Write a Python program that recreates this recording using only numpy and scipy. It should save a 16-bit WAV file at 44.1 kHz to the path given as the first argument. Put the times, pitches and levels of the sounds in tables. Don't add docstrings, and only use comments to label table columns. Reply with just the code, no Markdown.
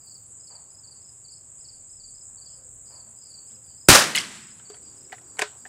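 import sys
import numpy as np
from scipy import signal
from scipy.fft import rfft, irfft, next_fast_len
from scipy.io import wavfile
from scipy.ndimage import uniform_filter1d

SR = 44100
rng = np.random.default_rng(int(sys.argv[2]) if len(sys.argv) > 2 else 0)


def voltage_ratio(decibels):
    exponent = np.asarray(decibels, float) / 20
    return 10 ** exponent


def to_wav(s):
    ch = np.atleast_2d(s).T
    pcm = np.round(np.clip(ch, -1, 1) * 32767)
    wavfile.write(sys.argv[1], SR, pcm.astype(np.int16))


N = 250488
T = np.arange(N) / SR
SHOT_S = 3.8872
SINCE_SHOT = np.maximum(T - SHOT_S, 0)
BASS_ONSET = np.clip(SINCE_SHOT / 0.017, .01, 1) ** 2


def noise():
    return rng.standard_normal(N)


def unit(x):
    return x / np.sqrt(np.mean(x ** 2))


def fade(t, t60):
    return np.exp(-np.log(1000) * t / t60)


def curve(rows):
    s, db = np.transpose(rows)[:2]
    return voltage_ratio(np.interp(T, s, db, left=-200, right=-200))


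def swell(rows):
    total = 0
    for s, db, rise, hold, t60 in rows:
        climb = np.maximum(s - T, 0) / rise
        decay = np.maximum(T - s - hold, 0) / t60
        total = total + voltage_ratio(db - 60 * (climb + decay))
    return total


def colour(x, points):
    hz, db = np.transpose(points)[:2]
    f = np.log(np.arange(len(x) // 2 + 1) * SR / len(x) + 1)
    return irfft(rfft(x) * voltage_ratio(np.interp(f, np.log(hz), db)), len(x))


def band(x, hz, width):
    f = np.arange(len(x) // 2 + 1) * SR / len(x)
    return irfft(rfft(x) * np.exp(-((f / hz - 1) / width) ** 2), len(x))


def swelling_band(rows, hz, width):
    return swell(rows) * unit(band(noise(), hz, width))


def walk(rate):
    k = int(SR / rate)
    held = np.repeat(rng.standard_normal(N // 8)[:N // k + 1], k)
    return uniform_filter1d(uniform_filter1d(held, k), k)[:N]


def add(out, s, piece):
    i = int(s * SR)
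    out[i:i + len(piece)] += piece[:N - i]


def hedge(x, hz, t60, wet_db):
    t, wet = T[:SR // 3], 0
    for _ in range(2):
        haze = band(rng.standard_normal(len(t)), hz, .3) * fade(t, t60) * np.minimum(t / .015, 1)
        path = signal.oaconvolve(x, haze / np.linalg.norm(haze))[:N]
        wet = wet + np.interp(T + .0001 * walk(150), T, path) / np.sqrt(2)
    return x + voltage_ratio(wet_db) * wet


# (f/Hz, density/dB per Hz)
AIR_SPECTRUM = [(25, -12.5), (45, -9), (75, 2), (120, 5), (170, -4.5), (250, -7.5), (600, -11.5),
                (1200, -21.5), (2500, -23), (4000, -26), (9000, -20), (12000, -25), (15000, -27),
                (16000, -36)]
# (t/s, level/dB, rise/s, hold/s, t60/s)
GUSTS = [
    (2.1, -62, 3.5, .02, 1.5),
    (2.75, -64, 0.89, .01, 1.2),
    (5.66, -78, 4.4, .05, 1.5),
]
# (t/s, level/dB about its mean)
BREEZE = [(0, -0.4), (1, -0.3), (1.8, -0.5), (2.8, 0.6), (3.8, 1.15), (4.6, 0.5), (5.68, 1.1)]


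def air():
    base = colour(noise(), AIR_SPECTRUM)
    bands = [band(base, hz, 0.63) * voltage_ratio(1.9 * walk(8.8)) for hz in 30 * 2. ** np.arange(0, 9.5, .75)]
    return voltage_ratio(-61) * curve(BREEZE) * unit(sum(bands)) + swelling_band(GUSTS, 35, 0.98)


def leaves():
    return voltage_ratio(-81) * curve(BREEZE) ** 5 * unit(band(noise(), 13500, 0.18)) * voltage_ratio(1.5 * walk(20))


# (t/s, level/dB, rise/s, hold/s, t60/s)
SLEEVE = [(4.8, -63, 0.77, 0.53, 0.45)]
# (t/s, level/dB, rise/s, hold/s, t60/s)
BUSTLE = [
    (2.55, -82, 0.86, .05, 2.5),
    (4.75, -74.5, 3, 0.1, 2.5),
    (5.55, -63, 2.3, 0.0052, 0.22),
]
# (t/s, peak/dB, f/Hz, t60/s)
BUMPS = [
    (2.561, -54, 536, 0.33),
    (2.63, -51, 501, 0.19),
    (3.058, -53, 221, 0.28),
    (3.501, -52, 225, 0.34),
    (3.549, -53, 515, 0.17),
    (5.598, -55, 232.5, 0.84),
]


def shed_noises():
    out = swelling_band(SLEEVE, 349, 0.54) * voltage_ratio(2.0 * walk(5.5))
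    bustle_level = voltage_ratio(-73) + swell(BUSTLE)
    out += bustle_level * unit(band(noise(), 900, 0.99)) * voltage_ratio(2.5 * walk(8.6))
    t = T[:SR // 3]
    for s, db, hz, t60 in BUMPS:
        add(out, s, voltage_ratio(db) * np.sin(2 * np.pi * hz * t) * np.minimum(t / 0.041, 1) * fade(t, t60))
    return out


# (t/s, level/dB, rise/s, t60/s)
FAR_SHOTS = [
    (.495, -56, 0.017, 0.64),
    (.54, -61.5, 0.007, .5),
    (2.895, -57, 0.016, 0.82),
    (3.06, -65.5, 0.014, 0.7),
    (4.691, -73, 0.0096, 0.25),
]
# (f/Hz, density/dB per Hz)
FAR_SPECTRUM = [(200, -23), (500, -1), (900, 2.5), (1500, -8), (2500, -16), (5000, -34.5)]


def far_shots():
    out, t = np.zeros(N), T[:SR // 2]
    for s, db, rise, t60 in FAR_SHOTS:
        thud = unit(colour(rng.standard_normal(len(t)), FAR_SPECTRUM))
        add(out, s, voltage_ratio(db) * thud * np.minimum(t / rise, 1) * fade(t, t60))
    return out


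# (t/s, level/dB)
CICADA_SWELL = [(0, -45.5), (1.07, -46), (2.07, -44), (3.0, -45), (4.3, -45.5), (5.68, -45.5)]
# (f/Hz, density/dB per Hz)
CICADA_SPECTRUM = [(3410, -55.5), (5800, -59), (6210, -39.5), (6370, -21), (6850, 1.5), (7770, 8),
                   (8340, 2.5), (8640, -14), (8960, -18.5), (9550, -17), (9850, -37.5), (10800, -35.5),
                   (11500, -35.5), (15000, -60.5), (22000, -120)]


def cicadas():
    clicks = (rng.random(N) < 2500 / SR) * noise()
    blur = 0.26 * noise()
    chorus = unit(colour(clicks + blur, [(5000, -60.0)] + CICADA_SPECTRUM + [(13000, -57.0)]))
    return curve(CICADA_SWELL) * voltage_ratio(-1.9 + 1.0 * walk(34)) * chorus


# (t/s, level/dB, rise/s, hold/s, t60/s)
TRILL = [(4.85, -72, .7, 1.5, 1.5)]
# (t/s, level/dB, rise/s, hold/s, t60/s)
RASP = [(.01, -65, .3, .23, .06)]


def small_insects():
    trill = swelling_band(TRILL, 5700, .024) * (1 + 0.3 * np.sin(2 * np.pi * 55 * T))
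    rasp_gate = .25 + .7 * np.clip(np.sin(2 * np.pi * 37 * T), 0, 1) ** 2
    return trill + swelling_band(RASP, 14400, .1) * rasp_gate


def whistle(strokes, length, fall_hz, lift_db):
    out, t = np.zeros(N), np.arange(int(length * SR)) / SR
    for s, db, hz in strokes:
        pitch = hz + fall_hz * (.2 - (t / length) ** 2.2)
        shape = np.minimum(t / 0.0058, 1) * (1 - (t / length) ** 5.9)
        phase = 2 * np.pi * np.cumsum(pitch) / SR
        third = (hz < 4750) * voltage_ratio(-26) * fade(t, .07) * np.sin(3 * phase)
        add(out, max(s - .003, 0), voltage_ratio(db + lift_db) * shape * (np.sin(phase) + third))
    return out


# (t/s, peak/dB, f/Hz)
TICKS = [(5.026, -68.5, 14000), (5.156, -68, 13730), (5.218, -69, 14200), (5.28, -65, 13900),
         (5.348, -67, 14000), (5.6, -64, 13950), (5.664, -63, 13900)]


def ticks():
    return hedge(whistle(TICKS, .009, 300, 0), 14000, .05, -11)


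# (t/s, peak/dB, f/Hz)
BIRD = [
    (2.47, -74, 3326),
    (2.5, -74, 3050),
    (3.7, -77, 3070),
]


def bird():
    return hedge(whistle(BIRD, .03, 250, 0), 3300, .3, -8.5)


# (t/s, length/s)
KATYDID = [(.023, 0.063), (.256, 0.043), (.447, 0.051), (.7053, 0.042), (0.905, 0.038), (1.103, .065),
           (1.302, 0.047), (1.556, 0.051), (1.714, 0.061), (1.903, 0.031), (2.046, 0.067), (2.2074, 0.05),
           (2.373, 0.051), (2.5553, 0.041), (2.7232, 0.035), (2.897, 0.057), (3.085, 0.034), (3.27, 0.051),
           (3.447, 0.066), (3.637, 0.035), (3.84, 0.061), (4.527, 0.058), (4.7287, 0.042), (4.946, 0.044),
           (5.148, 0.054), (5.35, 0.048), (5.555, 0.042)]


def katydid():
    out, wobble_hz, strokes_per_s = np.zeros(N), 60 * walk(126), 126
    for s, length in KATYDID:
        db = -48.5 - 125.5 * length
        cycle = T[:int(length * SR)] * strokes_per_s
        gate = np.clip(np.sin(np.pi * np.minimum(cycle % 1 / .75, 1)) * 2, 0, 1)
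        attack = np.minimum(0.26 + 0.23 * cycle, 1)
        pitch = 9800 - 550 * (cycle % 1) + wobble_hz[int(s * SR):][:len(cycle)]
        tone = np.sin(2 * np.pi * np.cumsum(pitch) / SR)
        add(out, s - .001, voltage_ratio(db - 2.0) * gate * attack * tone)
    return hedge(out, 9600, .2, -14.5)


def chirps(rows, strokes):
    out = np.array([(s + at * span, db + g, hz) for s, db, span in rows for at, g, hz in strokes])
    return out + rng.standard_normal(out.shape) * [0, 1.5, 25]


# (place in the chirp 0-1, level/dB, f/Hz); the high cricket leads in faintly
LOW_STROKES = [(0, -3.5, 4600), (.47, -1.5, 4680), (1, -1.5, 4663)]
HIGH_STROKES = [(-.28, -15, 4850), (0, -4, 5060), (.47, -3, 5110), (0.999, -2.5, 5120)]
FAR_STROKES = [(0, -0.5, 4930), (.48, 0.5, 4843), (1, -2, 4770)]
# (t/s, peak/dB, first to last stroke/s)
LOW_CRICKET = [(.0693, -43.5, 0.082), (.47, -42.5, 0.081), (.8357, -44, 0.079), (1.2445, -43, 0.078),
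               (1.6486, -43, 0.081), (1.998, -44, .081), (2.375, -43, .084), (2.9205, -46.5, 0.077),
               (3.3048, -42.5, 0.073), (4.6523, -45, 0.08)]
HIGH_CRICKET = [(.0832, -54, 0.061), (.401, -51.5, 0.071), (.7088, -49.5, 0.076), (1.0166, -50, 0.07),
                (1.3039, -48, 0.063), (1.6067, -47.5, 0.075), (1.8946, -51, 0.074), (2.147, -49, 0.062),
                (2.4503, -50, 0.08), (2.8774, -54.5, 0.078), (3.1802, -51, 0.077), (3.4765, -51.5, 0.073),
                (3.7763, -48.5, 0.072), (4.4283, -50, 0.081), (4.9716, -49, 0.074)]
FAR_CRICKET = [(.0094, -51.5, 0.074), (.87, -53, 0.082), (2.4967, -54.5, 0.068), (2.8549, -51.5, 0.083),
               (3.2136, -51, 0.075), (3.6371, -52, 0.081), (4.8239, -52, .066), (5.2415, -54.5, 0.081),
               (5.5692, -55, 0.074)]


def crickets():
    low = whistle(chirps(LOW_CRICKET, LOW_STROKES), 0.025, 520, -1.8)
    high = whistle(chirps(HIGH_CRICKET, HIGH_STROKES), .02, 360, 0.64)
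    far = whistle(chirps(FAR_CRICKET, FAR_STROKES), .02, 650, -7.5)
    near = hedge(low, 5620, .4, -14.5) + hedge(high, 4100, 0.53, -12.5)
    return near + hedge(far, 4850, .3, -5.5)


# (f/Hz, density/dB per Hz)
CRACK = [(3000, -18), (7500, 0), (9000, -2), (10500, -12), (13000, -19), (16000, -28)]


def knocks(events, cycles, tail_colour, tail_db, tail_t60, body, body_db, size):
    out, t = np.zeros(N), T[:size]
    tail_shape = fade(t, tail_t60) * np.cos(np.pi / 2 * t / t[-1]) * np.minimum(t / 0.0008, 1)
    for s, db, hz, treble_db in events:
        a, b, c = rng.standard_normal((3, len(t)))
        t60 = min(cycles / hz * voltage_ratio(-0.18 * db), 0.045)
        rise = np.minimum(t / min(.0005, 2 / hz), 1)
        ring = (np.sin(2 * np.pi * hz * t) + 0.59 * unit(band(a, hz, 0.15))) * fade(t, t60)
        crack = voltage_ratio(treble_db) * unit(colour(b, CRACK)) * fade(t, .5 * t60)
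        modes = 0
        for k, (f, g, d) in enumerate(body):
            mode = np.sin(2 * np.pi * f * (1 + 0.0194 * a[k]) * t)
            modes = modes + voltage_ratio(g + 6.7 * c[k]) * mode * fade(t, d)
        tail = voltage_ratio(tail_db - 0.069 * db) * unit(colour(c, tail_colour)) * tail_shape
        add(out, s, voltage_ratio(db) * rise * (ring + crack + voltage_ratio(body_db) * modes + tail))
    return out


# (t/s, peak/dB, ring f/Hz, treble/dB)
HAND = [(3.494, -66, 2500, -20), (3.502, -61, 3050, -20), (3.5105, -59, 3300, -20), (3.519, -60, 3600, -20),
        (3.528, -62, 3900, -20), (3.537, -63, 3000, -20), (3.564, -64, 2600, -20), (3.665, -64, 3400, -20),
        (4.597, -47.5, 3126, -12), (4.598, -50, 1500, -20), (4.700, -41, 1195, 2),
        (4.7045, -49, 3500, -6.5), (4.739, -54, 627, -24), (4.7435, -42.5, 3120, -15),
        (4.768, -53.5, 2030, -24), (5.097, -55, 2200, -25), (5.115, -60, 2307, -24.5),
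        (5.178, -54, 2490, -25), (5.183, -48, 1990, -25), (5.215, -56, 5190, -20), (5.215, -56, 11000, -6),
        (5.53, -60, 2540, -17.5)]
# (t/s, peak/dB, ring f/Hz, treble/dB)
BOLT = [(5.1222, -50, 13400, -3), (5.126, -50, 12800, -5), (5.1266, -26.5, 1880, -15),
        (5.133, -44, 1380, -13), (5.141, -41.5, 2010, -15), (5.129, -44, 4300, -7.5),
        (5.132, -58, 12900, -9), (5.1282, -36, 766, -30), (5.370, -40, 4390, -18), (5.3715, -51, 900, -25),
        (5.378, -45, 2200, -5), (5.3865, -33, 1500, -18), (5.3908, -20.5, 2400, -4),
        (5.3913, -25, 7300, -12), (5.3918, -16.5, 1960, -6), (5.393, -16, 8150, -2),
        (5.3945, -21, 1970, -3.5), (5.396, -33.5, 1010, 8), (5.3968, -40, 7500, -12),
        (5.3885, -30, 7500, -8), (5.4134, -28, 2350, -19), (5.4183, -11.5, 2490, -5.5),
        (5.4185, -28, 520, -30), (5.4222, -26.5, 7800, -6), (5.4192, -14.5, 4750, -15),
        (5.4203, -18, 1730, -3.5), (5.4235, -23.5, 1050, -8), (5.424, -30, 690, -30),
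        (5.4225, -28, 420, -30), (5.395, -44, 420, -30), (5.4235, -15, 3750, -9.5),
        (5.6533, -36, 1765, -35), (5.658, -43.5, 790, -36), (5.6615, -37, 1764, -32.5)]
# (f/Hz, level/dB, t60/s)
STOCK_MODES = [(420, 0, 0.13), (604, -8, 0.11), (716, 5.5, 0.043), (770, -7, 0.11), (970, -6, 0.07),
               (1318, -1, 0.052), (1500, -4.5, 0.14), (2220, 5.5, 0.011), (2900, 6, 0.021)]
# (f/Hz, density/dB per Hz)
METAL_TAIL = [(200, -29), (420, -16), (800, -6), (1500, 6.5), (2800, -3), (5000, -4), (8000, -9.5),
              (10000, -19), (15000, -40)]
# (t/s, level/dB, rise/s, hold/s, t60/s)
ROOF_AFTER_BOLT = [(5.43, -49, .03, .01, 0.37)]


def bolt():
    out = knocks(BOLT, 23, METAL_TAIL, -23.0, 0.16, STOCK_MODES, -22.5, size=SR // 6)
    out += knocks(HAND, 16.0, METAL_TAIL, -16.0, 0.145, STOCK_MODES, -18, size=SR // 6)
    out = signal.sosfilt(signal.butter(2, 200, "high", fs=SR, output="sos"), out)
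    return out + swelling_band(ROOF_AFTER_BOLT, 3500, 0.63)


# (t/s, peak/dB, ring f/Hz,
# treble/dB)
SNAPS = [(4.1576, -4, 7630, -6.5), (4.1579, -0.5, 10740, -6.5), (4.158, -16, 12970, -21.5),
         (4.1709, -8.5, 4900, -10.5), (5.1223, -32.5, 2020, -11), (5.1225, -39, 4600, -3),
         (5.1238, -33, 3500, -9.5), (5.4146, -33, 13000, -10), (5.3927, -11, 1970, -21),
         (5.4143, -11, 2750, -9), (5.4213, -13, 1800, -18)]


def snaps():
    return knocks(SNAPS, 9.9, METAL_TAIL, -30.5, 0.15, [], -20, size=SR // 12)


# (t/s, peak/dB, ring f/Hz, treble/dB)
SLAP = [(4.1488, -19, 2010, -6.5), (4.1497, -17, 4270, -11.5), (4.152, -18, 2920, -24.5),
        (4.1542, -18, 2900, -18.5), (4.1562, -14, 2950, -17.5), (4.1618, -20, 4070, 0.5),
        (4.1635, -31, 12500, -11), (4.1848, -27.5, 9300, -5.5), (4.166, -29.5, 2300, -8.5),
        (4.164, -20, 6740, -2), (4.1706, -15.5, 2900, -5.5), (4.175, -18.5, 5000, -10.5),
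        (4.1758, -19, 2090, -16.5), (4.1772, -18.5, 3230, -10.5), (4.1788, -20.5, 2200, -11),
        (4.181, -24.5, 2560, -9), (4.1845, -21.5, 4480, -1), (4.187, -24, 5600, -2),
        (4.191, -25.5, 2900, -8.5), (4.196, -27.5, 2065, -5), (4.201, -26.5, 2970, -4.5),
        (4.2075, -27.5, 4700, 0), (4.215, -30, 3200, -1), (4.2341, -33, 3000, -8.5),
        (4.2385, -32.5, 1920, -19.5), (4.246, -36.5, 4100, -7.5), (4.325, -41, 2760, -2.5)]
# (f/Hz, density/dB per Hz)
SLAP_TAIL = [(700, -2.5), (1500, 2), (2500, 1), (5000, -0.5), (9000, -2), (15000, -32.5)]
# (t/s, level/dB, rise/s, hold/s, t60/s)
BANK = [
    (4.152, -35.5, .01, .05, 0.286),
    (4.32, -45.5, .3, 0.037, 0.71),
]
# (f/Hz, density/dB per Hz)
BANK_SPECTRUM = [(500, -13), (1100, -1), (3000, 0), (5500, -3.5), (9000, -8), (12000, -25.5), (16000, -39)]


def bank_slap():
    rattle = knocks(SLAP, 58, SLAP_TAIL, -28.0, 0.71, [], -20, size=SR // 3)
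    return rattle + swell(BANK) * voltage_ratio(1.5 * walk(50)) * unit(colour(noise(), BANK_SPECTRUM))


# (t/s, level/dB, rise/s, hold/s, t60/s)
WOODS = [
    (3.9, -20, .02, 0.07, .15),
    (4.0, -33.5, 0.089, 0.0077, 1.0),
]
# (t/s, level/dB, rise/s, hold/s, t60/s)
BENCH = [(4.05, -44, .2, 0.038, 0.97)]
# (t/s, level/dB, rise/s, hold/s, t60/s)
FIELDS = [(4.85, -72, 2.7, 0.05, 6.1)]
# (t/s, level/dB, rise/s, hold/s, t60/s)
BOOM = [
    (3.91, -33.5, .02, .01, .2),
    (3.93, -39, 0.037, 0.011, 1.6),
]
# (f/Hz, level/dB, t60/s)
THUMP = [(62, -18.5, .2), (88.2, -17, 0.21), (119, -22.5, .25), (187.2, -22.5, 0.26)]


def surroundings():
    out = np.zeros(N)
    for f, db, t60 in THUMP:
        out += BASS_ONSET * voltage_ratio(db) * np.sin(2 * np.pi * f * SINCE_SHOT) * fade(SINCE_SHOT, t60)
    out += swelling_band(WOODS, 2000, 0.5) * voltage_ratio(2.1 * walk(30))
    out += swelling_band(BENCH, 330, 0.32) + swelling_band(FIELDS, 2900, 0.64)
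    return out + swelling_band(BOOM, 190, 0.38)


# (t/s, level/dB, rise/s, hold/s, t60/s)
ROAR = [
    (3.8872, 4.5, 0.0047, 0.0017, 0.018),
    (3.893, -6, 0.0073, 0.037, 0.36),
    (3.9, -18.5, 0.028, 0.0093, 0.61),
    (3.95, -12.5, 0.034, 0.0084, 0.31),
    (4.1, -37.5, .1, 0.036, 0.35),
]
# (f/Hz, density/dB per Hz at first, extra fading/dB per s)
ROAR_SPECTRUM = [(29.87, -30, 199.5), (60.3, -16, 196.5), (120, -13.5, 101.5), (259.7, -1, 33.5),
                 (600, -1, 6.5), (1500, 1, 14), (2200, -4, 1), (3500, -4, 12.5), (5000, -3, 12),
                 (9300, -4, 27), (10000, -9.5, 45), (12400, -11, 62), (16400, -18, 80.5)]


def roar():
    out = np.zeros(N)
    hz, _, fading = np.transpose(ROAR_SPECTRUM)
    source = unit(colour(noise(), ROAR_SPECTRUM))
    trunks, groves, echoes = 1.4 * walk(200), 0.2 * walk(22), swell(ROAR)
    span = next_fast_len(int(np.sum(SINCE_SHOT > 0)) + SR // 20)
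    for f in 35 * 2. ** np.arange(0, 9.1, .5):
        extra_db = SINCE_SHOT * np.interp(np.log(f), np.log(hz), fading)
        lumps = voltage_ratio(trunks + groves + 1.4 * walk(60) - extra_db)
        onset = BASS_ONSET ** (1 / (1 + (f / 900) ** 4))
        out[-span:] += 0.39 * band(source[-span:], f, 0.34) * (lumps * echoes * onset)[-span:]
    return out


# (t/s, peak/dB, push length/ms, damping per push)
BLAST = [
    (3.8872, 9.5, .75, .5),
    (3.8906, -5, 2.4, 1.3),
    (3.8925, 8, 1.05, 1.15),
    (3.9072, -12, 2.2, .15),
]


def blast():
    out = np.zeros(N)
    for s, db, ms, damping in BLAST:
        pushes = np.arange(int(.009 * ms * SR)) / SR / (ms / 1000)
        add(out, s, voltage_ratio(db) * np.cos(np.pi / 2 * pushes) * np.exp(-damping * pushes))
    return out


def scene():
    background = air() + leaves() + shed_noises() + far_shots()
    creatures = cicadas() + small_insects() + ticks() + bird() + katydid() + crickets()
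    rifle = bolt() + snaps() + bank_slap() + surroundings() + roar() + blast()
    return (background + creatures + rifle)[None]


def top_cut(x):
    return signal.sosfilt(signal.butter(12, 15800, fs=SR, output="sos"), x)


def record(dry):
    bass_cut = signal.butter(1, 30, "high", fs=SR, output="sos")
    mix = np.clip(signal.sosfilt(bass_cut, dry), -.99, .99)
    return top_cut(mix)


dry = scene()
out = record(dry)
to_wav(out)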